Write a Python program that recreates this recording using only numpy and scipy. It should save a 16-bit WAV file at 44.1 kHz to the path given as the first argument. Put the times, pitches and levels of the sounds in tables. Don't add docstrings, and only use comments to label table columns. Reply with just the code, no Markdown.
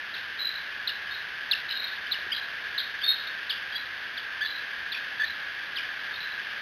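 import sys
import numpy as np
from scipy import signal
from scipy.fft import rfft, irfft, next_fast_len
from scipy.io import wavfile
from scipy.ndimage import uniform_filter1d, map_coordinates

SR = 44100
rng = np.random.default_rng(int(sys.argv[2]) if len(sys.argv) > 2 else 0)


def how_loud(loudness_db):
    steps = np.asarray(loudness_db, float) / 20
    return 10 ** steps


def persist_wave(psi):
    counts = np.round(np.clip(psi, -1, 1) * 32767).astype(np.int16)
    wavfile.write(sys.argv[1], SR, np.atleast_2d(counts).T)


N = 291501
CAMERA_HZ = 8000

# (frequency [Hz], density [dB per Hz])
FAR_AIR = [(15, -62), (25, -35), (75, -26.5), (330, -25.5), (920, -21), (1400, -17), (2200, -13),
           (3400, -11), (3990, -17.5)]
# (time [s], level [dB])
FAR_AIR_DRIFT = [(0.0, -37), (2.401, -35.7), (4.0, -36.5), (6.61, -35.5)]
# (frequency [Hz], width [Hz], height over the rest [dB])
HOUSING_RING = (1655, 245, 14.67)
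# (frequency [Hz], width [Hz], level [dB])
FAR_HUM = [(83.6, 3.8, -73.5)]
# (frequency [Hz], time to fall 60 dB [s])
TREE_DECAY = [(1500, 0.031), (2800, 0.31), (4000, 0.36)]
# (start [s], length [s], body level [dB], hook level [dB], last pitch [Hz])
CHIP_CALLS = [
    (0.139, .037, -32, -39, 2500),
    (0.873, .027, -24.5, -26, 2720),
    (1.511, 0.032, -17, -22, 2560),
    (2.118, .036, -23.5, -29, 2740),
    (2.777, .024, -25.5, -28, 3144),
    (3.493, .028, -25, -32.5, 2635),
    (4.168, .028, -31.5, -35.5, 2830),
    (4.916, .043, -33, -32, 2290),
    (5.756, .041, -32.5, -31, 2217),
]
# (body peak as share of length [1], echo level [dB])
CHIP_FACING = [
    (0.32, -0.5),
    (0.23, -5.5),
    (0.27, -10.5),
    (0.25, -8),
    (0.33, -1),
    (0.47, -4),
    (0.49, -4.5),
    (0.27, -2.5),
    (0.37, -2),
]
# (start [s], held [s], level [dB], first pitch [Hz], held pitch [Hz])
SQUEAL_CALLS = [
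    (0.380, .11, -28, 3660, 3935),
    (1.75, 0.079, -30, 3840, 3827),
    (2.335, 0.048, -36.5, 3730, 3880),
    (3.010, .117, -24.5, 2800, 3750),
    (6.165, 0.097, -40, 3880, 3910),
]
# (start [s], held [s], level [dB], first pitch [Hz], held pitch [Hz])
HOARSE_PEEPS = [ (1.06, 0.045, -41.5, 3100, 3070), (1.7, .016, -33, 2550, 2950),
                (1.7, 0.01, -36, 3100, 2910), (1.682, 0.046, -33, 3840, 3800),
                (1.838, .026, -39.5, 3880, 3800), (1.866, 0.029, -39.5, 3810, 3720),
                (1.91, 0.018, -41.5, 3400, 3890), (1.7, 0.04, -47.5, 3400, 3200),
                (3.5, 0.033, -42, 3700, 3300), (6.315, .018, -43, 3900, 3910),
                (2.06, 0.013, -42, 2900, 3350), (3.15, .028, -39, 2500, 3790),
                (3.19, 0.058, -47, 3780, 3790), (3.265, 0.021, -38, 3780, 3780),
                (0.51, .055, -40, 3920, 3900)]
# (start [s], held [s], level [dB], first pitch [Hz], held pitch [Hz])
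TRAILING_SQUEALS = [
    (1.102, .08, -36.5, 3690, 3840),
    (3.74, 0.074, -38.5, 3810, 3940),
    (4.444, 0.15, -36, 3776, 3913),
    (5.236, 0.095, -36, 3610, 3900),
]
# (start [s], held [s], level [dB], first pitch [Hz], held pitch [Hz])
CLEAR_PIPS = [
    (2.105, .013, -31, 3620, 4020),
    (2.315, .017, -22, 2620, 3480),
    (2.318, .014, -34, 2200, 2240),
    (3.717, .02, -34, 3120, 3340),
    (3.748, .02, -31, 3310, 3330),
    (6.128, .036, -41, 3200, 3850),
]
# (time [s], peak level [dB], frequency [Hz])
TWIG_TAPS = [
    (2.188, -38, 664),
    (2.266, -40.5, 380),
]
# (start [s], held [s], level [dB], first pitch [Hz], held pitch [Hz])
LOW_YELPS = [
    (4.404, .036, -28, 1380, 1780),
    (4.443, .026, -30, 1700, 1740),
    (5.192, .033, -24, 1640, 1720),
    (5.229, .018, -23, 1700, 1830),
    (5.292, .012, -31, 1650, 1700),
    (5.793, .008, -35, 1660, 1500),
]
# (attack [s], crest as share of hold [1], swell [dB], pitch settling [s], pitch creep [Hz/s],
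# let-go drop [dB], let-go time [s], fade [dB/s])
SQUEAL_FORM = (.009, .72, 4, .018, 450, 15, .014, 110)
PEEP_FORM = (.005, .5, 1.5, .010, 0, 18, .008, 250)
TRAIL_FORM = (.007, 0, 9, .015, 0, 16, .02, 250)
YELP_FORM = (.007, .4, 2, .011, 0, 25, .005, 600)
# (frequency [Hz], gain [dB])
TREBLE_RISE = [(1000, 1), (2000, 1.54), (3000, 1), (3600, 2), (4000, 3)]
# (frequency [Hz], density [dB per Hz])
HIGH_HISS = [(5000, 9.5), (6800, 0.5), (6950, -41), (8850, -43), (9000, -9), (15000, -19)]


def unit(x):
    return x / np.sqrt(np.mean(x ** 2) + 1e-20)


def along(points, hz):
    f, v = np.transpose(points)
    return np.interp(np.log(hz + 1), np.log(f + 1), v)


def noise(response):
    m = next_fast_len(N + 8192)
    spectrum = rfft(rng.standard_normal(m)) * response(np.fft.rfftfreq(m, 1 / SR))
    return unit(irfft(spectrum, m)[:N])


def air():
    ring_hz, ring_width, ring_db = HOUSING_RING

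    def housing(f):
        offset = 2 * (f - ring_hz) / ring_width
        return np.sqrt(1 + how_loud(ring_db) ** 2 / (1 + offset ** 2) ** 1.47)

    rush = noise(lambda f: how_loud(along(FAR_AIR, f)) * housing(f) * (f < CAMERA_HZ / 2))
    times, drift_db = np.transpose(FAR_AIR_DRIFT)
    rush = rush * how_loud(np.interp(np.arange(N) / SR, times, drift_db))
    hum = sum(how_loud(db) * noise(lambda f: 1 / (1 + ((f - hz) / width) ** 2)) for hz, width, db in FAR_HUM)
    return rush + hum


def wobble(size, count):
    return map_coordinates(rng.standard_normal(count + 4), [np.arange(size) * count / SR])


def echo(x, gap):
    _, t, z = (hz_t_z := signal.stft(rng.standard_normal(SR // 2), SR, nperseg=256))
    decay = how_loud(-60 * t / along(TREE_DECAY, hz_t_z[0])[:, None])
    tail = signal.istft(z * decay, SR, nperseg=256)[1]
    tail = tail * np.clip(np.arange(len(tail)) / SR / gap, 0, 1)
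    return signal.fftconvolve(x, tail / np.linalg.norm(tail))


def calls(notes, hoarse, echoes_db, lift_db, quaver, flutter_db):
    out = np.zeros(N + 2 * SR)
    for rows, rough, wet_db in zip(notes, hoarse, echoes_db):
        s, hz, *levels = np.transpose(rows)
        t = np.arange(s[0], s[-1], 1 / SR)
        weakness_db = max(levels[0]) - np.interp(t, s, levels[0])
        rough = rough * (1 + weakness_db / 16)
        pitch = np.interp(t, s, hz) * (1 + quaver * rough * wobble(len(t), count=100))
        phase = 2 * np.pi * np.cumsum(pitch) / SR
        rasp = 1 + rough * (wobble(len(t), count=500) + 1j * wobble(len(t), count=500))
        tone = sum(how_loud(np.interp(t, s, db)) * np.exp(1j * (k + 1) * phase) for k, db in enumerate(levels))
        fade = np.clip(np.minimum(t - s[0], s[-1] - t) / 0.00072, 0, 1)
        flutter = how_loud(lift_db + flutter_db * wobble(len(t), count=160))
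        tone = (tone * rasp).real * fade * flutter
        wet = echo(tone, gap=0.0093)
        wet = wet * how_loud(wet_db + 2.3 * wobble(len(wet), count=220))
        first = round(s[0] * SR)
        out[first:][:len(t)] += tone
        out[first:][:len(wet)] += wet
    return out[:N]


def chip(start, length, body_db, hook_db, last_hz, body_at):
    u = np.linspace(0, 1, num=40)

    def swell(db, at, wide):
        return how_loud(db) * np.exp(-((u - at) / wide) ** 2 / 2)

    lead = swell(body_db - 10.5, body_at / 3, wide=.13)
    body = swell(body_db, body_at, wide=.13)
    hook = swell(hook_db, at=.77, wide=.085)
    pitch = last_hz + (4225 - last_hz) * (1 - u) ** 1.45
    return np.transpose([start + length * u, pitch, 20 * np.log10(lead + body + hook)])


def chips():
    body_at, facing_db = np.transpose(CHIP_FACING)
    notes = [chip(*row, at) for row, at in zip(CHIP_CALLS, body_at)]
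    return calls(notes, [.06] * len(notes), facing_db, lift_db=4, quaver=0.0068, flutter_db=2.65)


def held(start, length, db, first_hz, held_hz, shape):
    attack, crest, swell_db, settle, creep, drop_db, drop, fade = shape
    hold = max(length - attack, 1e-3)
    corners = np.cumsum([0, attack, crest * hold + 1e-4, (1 - crest) * hold, drop, 12 / fade])
    corner_db = [-25, -crest * swell_db, 0, (crest - 1) * swell_db, -drop_db, -drop_db - 8]
    t = np.arange(0, corners[-1], 1e-3)
    level = db + np.interp(t, corners, corner_db)
    pitch = held_hz + (first_hz - held_hz) * np.exp(-t / settle) + creep * np.minimum(t, length)
    return np.transpose([start + t, pitch, level])


def squeals():
    kinds = [(SQUEAL_CALLS, SQUEAL_FORM), (TRAILING_SQUEALS, TRAIL_FORM),
             (HOARSE_PEEPS, PEEP_FORM), (CLEAR_PIPS, PEEP_FORM)]
    notes = [held(*row, shape) for rows, shape in kinds for row in rows]
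    rasp = [.22 + .008 * (-27 - row[2]) for row in SQUEAL_CALLS]
    rasp += [.33] * len(TRAILING_SQUEALS) + [.5] * len(HOARSE_PEEPS) + [.15] * len(CLEAR_PIPS)
    return calls(notes, rasp, [-5] * len(notes), lift_db=0.5, quaver=0.032, flutter_db=2.8)


def taps():
    t = np.arange(N) / SR
    out = np.zeros(N)
    for start, db, hz in TWIG_TAPS:
        since = t - start
        decay = how_loud(db - 60 * np.maximum(since, 0) / 0.023)
        out += decay * np.sin(2 * np.pi * hz * since) * (since > 0)
    return out


def yelps():
    notes = []
    for row in LOW_YELPS:
        _, length, db, _, _ = row
        rows = held(*row, YELP_FORM)
        overtone_db = -32.5 - .4 * (db + 27) - 20 * (length < .015)
        notes.append(np.column_stack([rows, rows[:, -1] - db + overtone_db]))
    return calls(notes, [.21] * len(notes), [-8] * len(notes), lift_db=1.0, quaver=0.058, flutter_db=1.5)


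def scene():
    return (air() + chips() + squeals() + taps() + yelps())[None]


def starved(x, depth_db):
    hz, _, z = signal.stft(x, SR, nperseg=1024)
    power = uniform_filter1d(abs(z) ** 2, size=12, axis=0)
    loudest = power[(hz > 3000) & (hz < 4500)].mean(0)
    keep = (power > loudest * how_loud(2 * depth_db)) | (hz < 5500)[:, None]
    return signal.istft(z * keep, SR, nperseg=1024)[1][:N]


def low_pass(x):
    return signal.sosfilt(signal.butter(12, 14980, fs=SR, output="sos"), x)


def record(dry):
    seconds = N // SR + 1
    padded = np.pad(dry[0], (0, seconds * SR - N))
    slow = signal.resample(padded, seconds * 2 * CAMERA_HZ)[::2]
    hz = np.fft.rfftfreq(seconds * SR, 1 / SR)
    u = hz / CAMERA_HZ
    images = np.fft.fft(slow)[np.arange(len(hz)) % len(slow)]
    colour = how_loud(along(TREBLE_RISE, CAMERA_HZ * abs(u - np.round(u))))
    cubic = np.sinc(u) ** 4 * (1 + (2 * np.pi * u) ** 2 / 6)
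    rebuilt = irfft(images * colour * cubic, seconds * SR)[:N] * SR / CAMERA_HZ
    hiss = how_loud(-66) * noise(lambda f: how_loud(along(HIGH_HISS, f)) * (f > CAMERA_HZ / 2))
    mix = starved(rebuilt + hiss, depth_db=-41)[None]
    return low_pass(mix)


dry = scene()
out = record(dry)
persist_wave(out)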